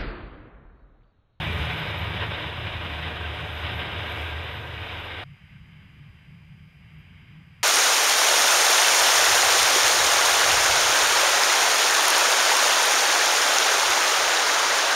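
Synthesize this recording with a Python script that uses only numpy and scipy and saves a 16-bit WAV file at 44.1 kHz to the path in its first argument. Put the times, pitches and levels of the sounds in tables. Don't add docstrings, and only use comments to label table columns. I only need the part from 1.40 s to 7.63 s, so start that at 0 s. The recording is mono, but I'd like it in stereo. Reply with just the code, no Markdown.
import sys
import numpy as np
from scipy import signal
from scipy.fft import rfft, irfft, next_fast_len
from scipy.io import wavfile
from scipy.ndimage import uniform_filter1d, map_coordinates

SR = 44100
rng = np.random.default_rng(int(sys.argv[2]) if len(sys.argv) > 2 else 0)


def unload_wav(signal):
    wavfile.write(
        sys.argv[1],
        SR,
        np.round(np.clip(np.atleast_2d(signal).T, -1, 1) * 32767).astype(np.int16),
    )


def ratio(d):
    e = np.asarray(d, float) / 20
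    return 10 ** e


N = 274743
TIME = np.arange(N) / SR
CUT_S, SPLICE_S = 3.8392, 0.0008

# (frequency [Hz], density [dB per Hz])
HISS_SPECTRUM = [(200, -7), (400, -3), (1000, -3), (2000, -12.5), (2500, -35), (3700, -39), (4200, -17),
                 (7000, -22), (14400, -23.5), (14900, -24), (15600, -36)]
# (multiple of drum rate, level [dB])
DRUM_WHINE = [(4, -93), (8, -74.5), (9, -75.5), (10, -90), (14, -89), (15, -101), (16, -79), (17, -84),
              (18, -105), (19, -94), (20, -102), (21, -101), (22, -102)]
# (frequency [Hz], gain [dB])
MIC_RESPONSE = [(14800, 0), (15050, -30), (16000, -32)]

# (frequency [Hz], density [dB per Hz])
WIND_SPECTRUM = [(13, -52), (22, -17), (54, -6.5), (86, 1), (118, 0.5), (146, -6), (163, 2), (200, -9),
                 (300, -32), (390, -29), (660, -120)]
# (frequency [Hz], density [dB per Hz])
WIND_EDGE_SPECTRUM = [(190, -17), (240, 8.5), (350, -1.5), (500, -13), (700, -52)]
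# (frequency [Hz], density [dB per Hz])
FAR_TRACK_SPECTRUM = [(500, -23), (860, -14), (1200, -9), (1420, -12), (1560, -4), (1800, -7), (2150, -0.5),
                      (2550, -5.5), (3100, -5.5), (3400, -15.5), (3950, -19.5), (4350, -40), (4900, -27),
                      (5600, -48)]
# (frequency [Hz], side minus mid [dB])
FAR_WIDTH = [(30, -11), (60, -15), (110, -17), (200, -21), (380, -29), (700, -28), (1300, -28), (2400, -53),
             (4400, -46), (13000, -2)]
# (time [s], level [dB])
FAR_EFFORT = [(3.86, -59), (4.11, -57.5), (4.26, -59), (4.38, -57), (4.62, -58.5), (5.24, -62), (5.56, -58),
              (5.87, -56.5), (6.14, -61), (6.23, -58)]
# (time [s], rise [dB], length [s])
GUST_EVENTS = [
    (4.08, -5, 0.026),
    (4.22, 1.5, 0.19),
    (4.5, -2, 0.049),
    (4.8, -4, 0.041),
    (4.92, 2.5, 0.03),
    (5.05, 0, 0.021),
    (5.32, -4, 0.038),
    (5.45, 1.5, 0.1),
]
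# (time [s], rise [dB], length [s])
FLURRY_EVENTS = [
    (3.95, -9, 0.15),
    (4.4, 2.5, 0.08),
    (4.7, 7, 0.22),
    (5.65, 1, 0.08),
]
# (time [s], rise [dB], length [s])
DRONE_SWELLS = [
    (4.05, 6, 0.039),
    (4.62, 12.5, 0.041),
    (5.21, 7.5, 0.04),
    (5.45, 2.5, 0.051),
    (5.98, 7, 0.061),
]
# (time [s], level [dB], length [s])
FAR_SQUEAKS = [
    (5.549, -84, 0.014),
    (5.587, -77, .004),
    (5.603, -78, .012),
]

# (frequency [Hz], side minus mid [dB])
NEAR_WIDTH = [(30, -24), (110, -53), (380, -17.5), (800, -13.5), (2400, -21.5), (3000, -43), (3500, -29.5),
              (4400, -4.5), (5000, -9.5), (6000, 1), (9200, -3.5), (9700, -12), (11700, -22), (13000, -3.5)]
# (frequency [Hz], density [dB per Hz])
HULL_SPECTRUM = [(13, -50), (22, -25), (34, -34), (44, -14), (60, -9.5), (72, -5.5), (115, -3), (160, -6),
                 (195, -11), (220, -18.5), (260, -26), (400, -57.5)]
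# (time [s], rise [dB], length [s])
HULL_LURCHES = [
    (0.23, 5, 0.038),
    (0.65, 6, 0.05),
    (0.82, 8.5, 0.095),
    (1.1, 4, 0.061),
    (1.57, -2, 0.045),
    (2.3, 7, 0.12),
    (2.6, 7, 0.047),
    (3.45, 4, 0.11),
    (3.75, 2, 0.088),
]
# (frequency [Hz], time [s], level [dB], length [s])
HULL_HUMS = [
    (155, 0.33, -41.5, 0.54),
    (127.4, 3.12, -46, 0.35),
    (159, 1.65, -46, 0.18),
    (158, 2.03, -42, 0.045),
]
# (time [s], rate [Hz], level [dB])
EXHAUST_FIRING = [(0.0, 79.4, -42.5), (0.16, 79, -25.5), (0.19, 78, -44), (0.21, 77, -29),
                  (0.38, 76.2, -44), (0.47, 79.3, -44), (0.59, 78.5, -35), (0.95, 81.4, -37.5),
                  (0.98, 80.5, -57), (1.07, 81.4, -34), (1.11, 82.65, -40.5), (1.83, 78.1, -36),
                  (2.37, 79.1, -36.5), (2.49, 78.5, -41.5), (2.85, 78.5, -35.5), (3.06, 79.7, -39),
                  (3.73, 80, -42), (3.82, 81, -51)]
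MISFIRES = [0.06, 0.67, 0.74, 0.86, 1.04, 1.3, 1.95, 2.0, 2.08, 2.2, 2.44, 2.51, 2.76, 3.2, 3.46, 3.63]
# (frequency [Hz], level [dB])
GEAR_TONES = [(592, -60.5), (734, -57), (964, -62), (1228, -57), (1880, -54.5)]
# (time [s], rise [dB], length [s])
PANEL_SHAKES = [
    (0.05, -5, 0.13),
    (0.32, -2, 0.06),
    (0.97, 4, 0.054),
    (1.33, -8, 0.1),
    (1.83, 10, 0.062),
    (2.15, -1, 0.08),
    (2.4, 8.5, 0.15),
    (2.9, 8, 0.25),
    (3.25, 8, 0.11),
    (3.75, 10, 0.11),
]
# (time [s], frequency [Hz], level [dB])
ROLLER_SQUEAL = [(0, 13100, -67), (0.6, 12900, -68), (1.0, 12600, -75), (1.28, 12200, -74),
                 (1.45, 11900, -73), (1.95, 12500, -78), (2.1, 12650, -70), (2.5, 12450, -71.5),
                 (2.85, 12560, -69), (2.95, 12950, -71), (3.2, 13000, -73), (3.6, 12940, -72),
                 (3.7, 12800, -79), (3.84, 12700, -90)]
# (time [s], rise [dB], length [s])
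ROLLER_BINDS = [
    (0.39, 5, 0.03),
    (0.59, 6, 0.03),
    (2.18, 6, 0.054),
    (2.38, 10, 0.04),
    (2.71, 8, 0.03),
    (2.8, 6, 0.033),
    (3.17, 10, 0.04),
    (3.43, 3, 0.049),
    (3.65, 7, 0.06),
]
# (time [s], peak [dB], frequency [Hz])
ICE_CHIPS = [
    (0.5923, -49, 13200),
    (0.6429, -53, 12800),
    (1.0021, -58, 12470),
    (2.1822, -52, 12600),
    (2.3648, -58, 12500),
    (2.7459, -53, 12600),
    (2.816, -46, 12530),
    (3.4533, -64, 12640),
]
# (time [s], level [dB])
DIG_EFFORT = [(0, -35), (0.29, -34), (0.56, -36), (0.96, -34.5), (1.14, -38), (1.62, -37), (2.21, -39),
              (2.25, -36.5), (2.66, -35.5), (3.01, -38), (3.29, -41.2), (3.52, -37.5), (3.64, -39.5),
              (3.84, -38.6)]
# (time [s], rise [dB], length [s])
SNOW_DEPTH = [
    (0.1, 0, 0.23),
    (0.7, 0, 0.1),
    (0.835, 3, 0.019),
    (1.3, -0.5, 0.2),
    (1.95, 0, 0.23),
    (3.6, -1.65, 0.7),
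]
# (frequency [Hz], density [dB per Hz])
CHURN_SPECTRUM = [(170, -38), (230, -5), (440, -1.5), (720, -2.5), (800, -4), (950, -1), (1310, -5.5),
                  (1500, -1), (1750, -3), (1950, -12), (2200, -49.5)]
# (frequency [Hz], density [dB per Hz])
CRUNCH_SPECTRUM = [(1600, -54), (1800, -12.5), (1950, 0), (2400, -1.5), (2900, 0.5), (3300, -2.5),
                   (3750, -3), (3900, -8.5), (4150, -15), (4500, -26.5), (4900, -18), (5150, -21),
                   (5600, -34), (7000, -54)]
# (time [s], rise [dB], length [s])
CLEAT_BITES = [(0.07, 0, 0.03), (0.31, 4.5, 0.016), (0.48, 3, 0.012), (0.82, 2, 0.019), (0.89, -4, 0.021),
               (0.93, 1, 0.037), (1.27, 3, 0.018), (1.39, -2, 0.016), (1.65, 1, 0.03), (1.87, 2, 0.017),
               (2.27, 3.5, 0.038), (2.37, -3.5, 0.018), (2.41, 3, 0.02), (3.7, 3, 0.015)]
# (frequency [Hz], density [dB per Hz])
SPRAY_SPECTRUM = [(4500, -24), (5400, -5), (6200, -3.5), (7400, -11), (8300, -7), (8900, -12), (9700, -5),
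                  (10400, -11), (10800, -9.5), (13500, -14), (14900, -16), (15700, -20)]
# (time [s], rise [dB], length [s])
SPRAY_PLUMES = [
    (0.2, 6, 0.3),
    (1.55, 2.5, 0.1),
    (2.1, 3, 0.24),
    (2.8, 5.5, 0.15),
]


def unit(x):
    return x / np.sqrt(np.mean(x ** 2) + 1e-20)


def along(points, hz):
    f, v = np.transpose(points)
    return np.interp(np.log(hz + 1), np.log(f + 1), v)


def curves(rows):
    s, *cols = np.transpose(rows)
    return [np.interp(TIME, s, c) for c in cols]


def bell(s, length):
    return np.exp(-((TIME - s) / length) ** 2)


def swells(rows):
    return sum(db * bell(s, length) for s, db, length in rows)


def wobble(rate):
    coarse = TIME[::32]
    knots = rng.standard_normal(int(N * rate / SR) + 4)
    return np.interp(TIME, coarse, map_coordinates(knots, [coarse * rate]))


def phase(hz):
    return 2 * np.pi * np.cumsum(hz) / SR


def filtered(x, response):
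    m = next_fast_len(N + 8192)
    return irfft(rfft(x, m) * response(np.fft.rfftfreq(m, 1 / SR)), m)[..., :N]


def even(x, seconds):
    return x / np.sqrt(np.abs(uniform_filter1d(x.mean(0) ** 2, int(seconds * SR))) + 1e-3)


def rush(spectrum, width, patchy_db, grain_db=-40, grains=2000):
    specks = (rng.random((2, N)) < grains / SR) * rng.standard_normal((2, N))
    noise = rng.standard_normal((2, N)) + ratio(grain_db) * unit(specks)
    z = signal.stft(noise, nperseg=512)[2]
    field = uniform_filter1d(rng.standard_normal(z.shape[1:]), size=5, axis=0)
    field = uniform_filter1d(field, size=12, axis=1)
    pair = signal.istft(z * ratio(patchy_db * unit(field)), nperseg=512)[1][:, :N]
    mid, side = filtered(pair, lambda hz: ratio(along(spectrum, hz) + [0 * hz, along(width, hz)]))
    return np.array([mid + side, mid - side]) / mid.std()


def tone(hz, db, rough_hz, rough):
    turn = phase(hz) + rough * wobble(rough_hz)
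    return np.sqrt(2) * ratio(db + 3.6 * rough * wobble(rough_hz)) * np.sin(turn)


def squeak(centre_hz, width_hz, side_db):
    slow = filtered(rng.standard_normal((4, N)), lambda hz: np.exp(-(hz / width_hz) ** 2))
    turn = phase(centre_hz + 0 * TIME)
    mid, side = slow[:2] * np.cos(turn) + slow[2:] * np.sin(turn)
    side = ratio(side_db) * side
    return np.array([mid + side, mid - side]) / mid.std()


def camera():
    hiss = ratio(-70.5) * rush(HISS_SPECTRUM, [(1000, 0.0026)], patchy_db=-1.0)
    drum_turn = 2 * np.pi * 299.7 * TIME
    whine = []
    for lean_db, skew in [(0.47, .31), (-0.38, .312)]:
        whine.append(sum(np.sqrt(2) * ratio(db + lean_db) * np.sin(k * drum_turn + k * k * skew)
                         for k, db in DRUM_WHINE))
    return hiss + whine


def wind(effort_db, usual_db):
    lump_db = -50.3 + swells(GUST_EVENTS) + 1.1 * wobble(18) + 0.48 * wobble(27)
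    lumps = ratio(lump_db) * even(rush(WIND_SPECTRUM, FAR_WIDTH, patchy_db=0.0), seconds=.15)
    edge_db = usual_db - 14 + 2.1 * (effort_db - usual_db) + swells(FLURRY_EVENTS) + 2.0 * wobble(6.4)
    return lumps + ratio(edge_db) * rush(WIND_EDGE_SPECTRUM, FAR_WIDTH, patchy_db=-2.0)


def far_drone():
    rise = np.exp(-np.abs(TIME - CUT_S) / 0.56)
    hz = 148.5 - 12 * rise + 2.6 * wobble(5)
    return tone(hz, -55.5 + swells(DRONE_SWELLS), rough_hz=21.04, rough=1.0)


def far_tracks(effort_db):
    hiss = rush(FAR_TRACK_SPECTRUM, FAR_WIDTH, patchy_db=0.5, grain_db=-11.5, grains=700)
    swell = sum(ratio(db) * bell(s, length) for s, db, length in FAR_SQUEAKS)
    squeaks = swell * squeak(12700, width_hz=450, side_db=-8)
    return ratio(effort_db + 0.47 * wobble(26)) * hiss + squeaks


def far_hillside():
    effort_db, = curves(FAR_EFFORT)
    usual_db = np.mean(FAR_EFFORT, axis=0)[1]
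    return wind(effort_db, usual_db) + far_drone() + far_tracks(effort_db)


def hull():
    mode_db = -40 - 2 * TIME + swells(HULL_LURCHES)
    mode = tone(102.5 + 2.3 * wobble(3.98), mode_db, rough_hz=21.88, rough=1.0)
    dent = lambda hz: 1 - 0.91 * np.exp(-((hz - 88) / 18) ** 2)
    rumble_db = -35 - 4 * TIME + 1.85 * wobble(3.86) + 0.9 * wobble(21.63)
    noise = filtered(rush(HULL_SPECTRUM, NEAR_WIDTH, patchy_db=1.5), dent)
    rumble = ratio(rumble_db) * even(noise, seconds=0.13)
    hums = sum(bell(s, length) * tone(hz + 1.43 * wobble(2.87), db, rough_hz=8.8, rough=0.23)
               for hz, s, db, length in HULL_HUMS)
    ground_spectrum = [(15, -40), (24, -10), (34, -0.5), (50, 2.5), (65, -41)]
    ground = ratio(-58) * rush(ground_spectrum, NEAR_WIDTH, patchy_db=1.5)
    return mode + hums + rumble + ground


def exhaust(firing_hz, firing_db):
    stumble_db = swells([(s, -12, 0.014) for s in MISFIRES])
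    return tone(firing_hz, firing_db + stumble_db + 1.1 * wobble(30.22), rough_hz=18, rough=0.45)


def firing_throb(firing_hz):
    turn = phase(firing_hz)
    return 1 + 0.17 * np.cos(turn) + 0.11 * np.cos(2 * turn) + 0.081 * np.cos(turn / 5)


def follow_dig(db, share):
    dig_db, = curves(DIG_EFFORT)
    return dig_db.mean() + db + share * (dig_db - dig_db.mean())


def churn_level():
    return follow_dig(0.6, 0.65) + 0.55 * swells(CLEAT_BITES) + swells(SNOW_DEPTH)


def gears():
    load_db = churn_level() + 40.5
    return sum(tone(hz + 5 * wobble(3), db + load_db, rough_hz=35.26, rough=0.49) for hz, db in GEAR_TONES)


def panels():
    low_db = follow_dig(-17, 1.77) + swells(PANEL_SHAKES) + 3 * wobble(28)
    low_ring = squeak(1568 + 14 * wobble(1.5), width_hz=39, side_db=-15)
    high_db = follow_dig(-10, 1.77) + 1.7 * wobble(5.17)
    high_ring = squeak(2306 + 30 * wobble(1.4), width_hz=176, side_db=-48)
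    return ratio(low_db) * even(low_ring, seconds=0.053) + ratio(high_db) * high_ring


def roller_squeal():
    hz, db = curves(ROLLER_SQUEAL)
    db = db + swells(ROLLER_BINDS) - 0.5 + 1.5 * wobble(40)
    return ratio(db) * squeak(hz, width_hz=340, side_db=-8)


def ice_chips():
    out, t = np.zeros(N + SR), np.arange(400) / SR
    for s, db, hz in ICE_CHIPS:
        decay = ratio(db + 1.0 - 60 * t / .012)
        jitter = .6 * rng.standard_normal(len(t))
        out[round(s * SR):][:len(t)] += decay * np.sin(2 * np.pi * hz * t + jitter)
    return out[:N]


def tracked_snow(throb):
    bounce = lambda hz: 1 - 0.15 * np.exp(-hz / 2500 - 2j * np.pi * hz * .0077)
    churn = rush(CHURN_SPECTRUM, NEAR_WIDTH, patchy_db=0.06, grain_db=-10.0, grains=1600)
    churn = ratio(churn_level() - 0.65) * filtered(churn, bounce)
    crunch_db = follow_dig(-0.4, 1) + swells(CLEAT_BITES) + 0.4 * wobble(14)
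    crunch = ratio(crunch_db) * rush(CRUNCH_SPECTRUM, NEAR_WIDTH, patchy_db=0.62, grain_db=-12, grains=1700)
    spray_db = follow_dig(-29, 0.48) + swells(SPRAY_PLUMES) + 0.37 * wobble(11)
    spray = ratio(spray_db) * rush(SPRAY_SPECTRUM, NEAR_WIDTH, patchy_db=1.0, grain_db=-26, grains=300)
    uneven_db = 0.041 * wobble(9.15) + 0.14 * wobble(22.77) + 0.78 * wobble(70)
    return ratio(uneven_db) * (churn + crunch + throb * spray)


def near_carrier():
    firing_hz, firing_db = curves(EXHAUST_FIRING)
    throb = firing_throb(firing_hz)
    low = exhaust(firing_hz, firing_db) + hull()
    running_gear = gears() + panels() + tracked_snow(throb) + throb * roller_squeal() + ice_chips()
    return low + ratio([[-.15], [.15]]) * running_gear


def scene():
    click = ratio(-57) * (np.arange(N) == round(CUT_S * SR))
    far = np.clip((TIME - CUT_S) / SPLICE_S + 1, 0, 1)
    return (1 - far) * near_carrier() + far * far_hillside() + click + camera()


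def top_cut(x):
    return signal.sosfilt(signal.butter(12, 15620, fs=SR, output="sos"), x)


def record(dry):
    mix = filtered(dry, lambda hz: ratio(along(MIC_RESPONSE, hz)))
    return top_cut(mix)


dry = scene()
out = record(dry)
unload_wav(out)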